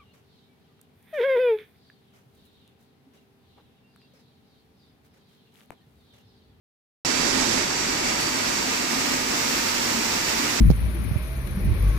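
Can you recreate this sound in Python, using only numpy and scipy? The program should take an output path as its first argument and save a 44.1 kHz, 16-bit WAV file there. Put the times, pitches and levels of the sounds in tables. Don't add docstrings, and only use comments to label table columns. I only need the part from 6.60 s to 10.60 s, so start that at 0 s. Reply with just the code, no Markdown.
import sys
import numpy as np
from scipy import signal
from scipy.fft import rfft, irfft
from scipy.io import wavfile

SR = 44100
rng = np.random.default_rng(int(sys.argv[2]) if len(sys.argv) > 2 else 0)


def generate_wav(sig):
    pcm = np.round(np.clip(np.atleast_2d(sig).T, -1, 1) * 32767).astype(np.int16)
    wavfile.write(sys.argv[1], SR, pcm)


def magnitude_from_level(level_db):
    exponent = np.asarray(level_db, float) / 20
    return 10 ** exponent


N = 176400

LEFT_LAG_S = 26 / 44100

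# start_s, level_db
LOUDNESS = [(.45, -23.5), (1.05, -24), (1.35, -23), (1.7, -24), (2.1, -24), (2.45, -24), (2.6, -24),
            (3.0, -23.5), (3.3, -24), (3.6, -24), (4, -23.5)]
# start_s, facing_share (0-1)
FACING = [
    (.45, 0.84),
    (.7, 1.01),
    (.97, 0.99),
    (1.07, 0.13),
    (4, 0.27),
]
# start_s, near_share (0-1)
NEARNESS = [
    (.45, 0.03),
    (1.5, 0.12),
    (1.7, 0.54),
    (2.1, 0.7),
    (2.6, 0.8),
    (3.0, 1.05),
    (3.4, .95),
    (4, .85),
]
# pitch_hz, level_db (per Hz)
RUMBLE = [(25, -18), (34, -14), (47, -9.5), (66, -9.5), (82, -24), (135, -12), (256, -3), (600, -9)]
# pitch_hz, level_db (per Hz)
ROAR_LEFT = [(500, -59.5), (1500, -65), (2300, -59.5), (3300, -68), (7600, -67.5), (9500, -83.5),
             (9900, -88.5), (15000, -92)]
ROAR_RIGHT = [(500, -60), (2300, -59.5), (3200, -64.5), (5700, -59.5), (7600, -65.5), (8800, -75.5),
              (12000, -76), (15000, -82)]
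# centre_hz, width_hz, left_db, right_db
HOLLOWS = [(256, 51, 2.5, -1), (373, 13, 2.5, 0), (944, 81, 5, 2), (1215, 30, 7, 0.5), (2686, 134, 1.5, 3),
           (4570, 170, 3.5, 2.5), (5600, 570, 4, 0.5), (7570, 690, 5.5, 1), (9300, 400, 1.5, -1.7)]
# pitch_hz, change_db
FACING_LEFT = [(100, 3.5), (300, 2.5), (900, 1.5), (2300, -1.5), (4500, 1.5), (6000, -12), (7600, 6.5),
               (12000, -11)]
FACING_RIGHT = [(100, 2.7), (300, 5.3), (900, 3.7), (2300, 4.3), (4500, 5.2), (7000, 5.5), (11000, 4.8),
                (14000, .6)]
# pitch_hz, change_db
NEAR_LEFT = [(300, -1.7), (2000, 1.9), (3300, 2.1), (5800, 1.5), (8000, 0.4), (10500, 7), (13000, 4),
             (15000, 3)]
NEAR_RIGHT = [(300, .1), (2000, 1.1), (5500, 1.7), (7500, .1), (10500, 5.5), (12800, 1.1), (14200, 10.8),
              (15200, 18)]
# pitch_hz, direct_share (0-1)
DIRECT = [(60, 1), (160, 0.97), (270, 1), (500, 0.69), (1000, 0.08), (3000, 0.18), (10000, 0)]
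# start_s, second_harmonic_hz, left_db, right_db
FAN = [(.46, 4588, -46, -37), (.9, 4589, -49, -39.5), (1.15, 4592, -48, -43), (1.6, 4589, -42, -40),
       (2.0, 4592, -46, -47), (2.5, 4590, -53, -53), (3.05, 4600, -47, -53), (3.4, 4612, -52, -46),
       (4, 4624, -54, -45)]
# multiple (of the second harmonic), left_db, right_db
FAN_TONES = [
    (.5, -8, -1.5),
    (1, 1, .5),
    (2, -14, -18),
]
# centre_hz, width_hz, left_db, right_db
WHINES = [(100, 8, -51, -51), (140, 14, -53, -53), (226, 14, -49, -49), (348, 30, -48, -48),
          (296, 12, -49, -47), (894, 16, -54, -49), (1253, 16, -55, -50), (1913, 7, -49, -53),
          (3828, 12, -58, -54), (3996, 16, -61, -53), (4671, 20, -56, -50), (5430, 40, -54, -51),
          (5720, 40, -60, -51), (8418, 10, -61, -66)]
# start_s, pitch_hz, level_db
DRONE = [(.46, 262, -37), (.55, 262, -33), (.82, 259, -33), (.95, 262, -42), (1.7, 262, -42),
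         (2.15, 256, -41), (2.35, 261, -35), (2.6, 263, -37), (2.9, 260, -38), (3.15, 248, -38),
         (3.35, 228, -36), (3.5, 228, -43), (3.8, 226, -42), (4, 230, -44)]


def in_time(rows):
    start_s, *columns = np.transpose(rows)
    return [np.interp(np.arange(N) / SR, start_s, column) for column in columns]


def at_hz(points, hz):
    pitch_hz, value = np.transpose(points)
    return np.interp(np.log(hz), np.log(pitch_hz), value)


def drift(rate_hz):
    r = np.exp(-80 * np.pi * rate_hz / SR)
    slow = signal.lfilter([1], [1, -2 * r, r * r], rng.standard_normal(N // 40 + 2002))[2000:]
    return np.interp(np.arange(N) / 40, np.arange(len(slow)), slow / slow.std())


def turbulence(hz):
    shared, left, right = rfft(rng.standard_normal((3, N)))
    direct = np.clip(at_hz(DIRECT, hz), 0, 1)
    arrival = np.array([np.exp(-2j * np.pi * hz * LEFT_LAG_S), hz ** 0])
    waves = np.sqrt(direct) * shared * arrival
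    waves = waves + np.sqrt(1 - direct) * np.array([left, right])
    rumble_db = at_hz(RUMBLE, hz) - 52
    roar_db = [at_hz(ROAR_LEFT, hz), at_hz(ROAR_RIGHT, hz)]
    colour_db = np.where(hz < 500, rumble_db, roar_db)
    for centre_hz, width_hz, left_db, right_db in HOLLOWS:
        bump = np.exp(-2 * ((hz - centre_hz) / width_hz) ** 2)
        colour_db = colour_db + np.outer([left_db, right_db], bump)
    return waves * magnitude_from_level(colour_db + 64.5)


def air_roar():
    gust_db, patch_db = 0.53, 0.57
    hz = np.maximum(np.arange(N // 2 + 1) * SR / N, 10)
    waves = turbulence(hz)
    (facing,), (near,) = in_time(FACING), in_time(NEARNESS)
    gust = drift(11.3)
    sides = ((FACING_LEFT, NEAR_LEFT), (FACING_RIGHT, NEAR_RIGHT))
    centres = np.concatenate([np.geomspace(40, 7000, 14), np.linspace(8200, 15400, 7)])
    out = 0
    for k, centre_hz in enumerate(centres):
        share = np.interp(hz, centres, np.arange(len(centres)) == k)
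        band = irfft(waves * share, N)
        alike = np.clip(at_hz(DIRECT, centre_hz), 0, 1)
        both = drift(11)
        moves_db = []
        for facing_tone, near_tone in sides:
            patch = alike * both + (1 - alike) * drift(6.3)
            turn_db = facing * at_hz(facing_tone, centre_hz)
            approach_db = near * at_hz(near_tone, centre_hz)
            moves_db.append(turn_db + approach_db + patch_db * patch)
        out = out + band * magnitude_from_level(np.array(moves_db) + gust_db * gust)
    return out * magnitude_from_level(in_time(LOUDNESS)[0])


def fan_tones():
    waver_hz, waver_db = 2, 3
    pitch_hz, *level_db = in_time(FAN)
    phase = 2 * np.pi * np.cumsum(pitch_hz + waver_hz * drift(6.4)) / SR
    out = np.zeros((2, N))
    for multiple, *sides_db in FAN_TONES:
        for side in range(2):
            tone_db = level_db[side] + sides_db[side] + waver_db * drift(14)
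            tone = np.sin(multiple * phase + rng.uniform(0, 5.3))
            out[side] += np.sqrt(2) * magnitude_from_level(tone_db) * tone
    return out


def whines():
    (facing,) = in_time(FACING)
    out = 0
    for centre_hz, width_hz, left_db, right_db in WHINES:
        r = np.exp(-np.pi * width_hz / SR)
        ring = [1, -2 * r * np.cos(2 * np.pi * centre_hz / SR), r * r]
        tone = rng.standard_normal(N)
        for _ in range(2):
            tone = signal.lfilter([1, 0, -1], ring, tone)
        left_db = left_db + facing * at_hz(FACING_LEFT, centre_hz)
        right_db = right_db + facing * at_hz(FACING_RIGHT, centre_hz)
        out = out + tone / tone.std() * magnitude_from_level(np.array([left_db, right_db]))
    return out


def slurp():
    start_s, length_s = 1.592, .018
    t = np.maximum(np.arange(N) / SR - start_s, 0) / length_s
    swell = t * np.exp(1 - t)
    sides = []
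    for level_db, band_hz in ((-31, (1800, 6000)), (-29, (1800, 13500))):
        band = signal.butter(2, band_hz, "band", fs=SR, output="sos")
        sides.append(signal.sosfilt(band, rng.standard_normal(N)) * swell * magnitude_from_level(level_db))
    return np.array(sides)


def drone():
    waver_hz, waver_db, gain_db = 5, 3.5, -3.5
    pitch_hz, level_db = in_time(DRONE)
    phase = 2 * np.pi * np.cumsum(pitch_hz + waver_hz * drift(9.64)) / SR
    lag = 2 * np.pi * pitch_hz * LEFT_LAG_S
    level = magnitude_from_level(level_db + gain_db + waver_db * drift(14.4))
    return np.sqrt(2) * level * np.sin([phase - lag, phase])


def scene():
    return air_roar() + fan_tones() + whines() + slurp() + drone()


def band_limit(x):
    return signal.sosfilt(signal.butter(12, 16500, fs=SR, output="sos"), x)


def record(dry):
    start_s, cutoff_hz = .4487, 15400
    opened = dry * (np.arange(N) >= start_s * SR)
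    steep = signal.cheby2(24, 70, cutoff_hz, fs=SR, output="sos")
    mix = signal.sosfilt(steep, opened)
    return band_limit(mix)


dry = scene()
out = record(dry)
generate_wav(out)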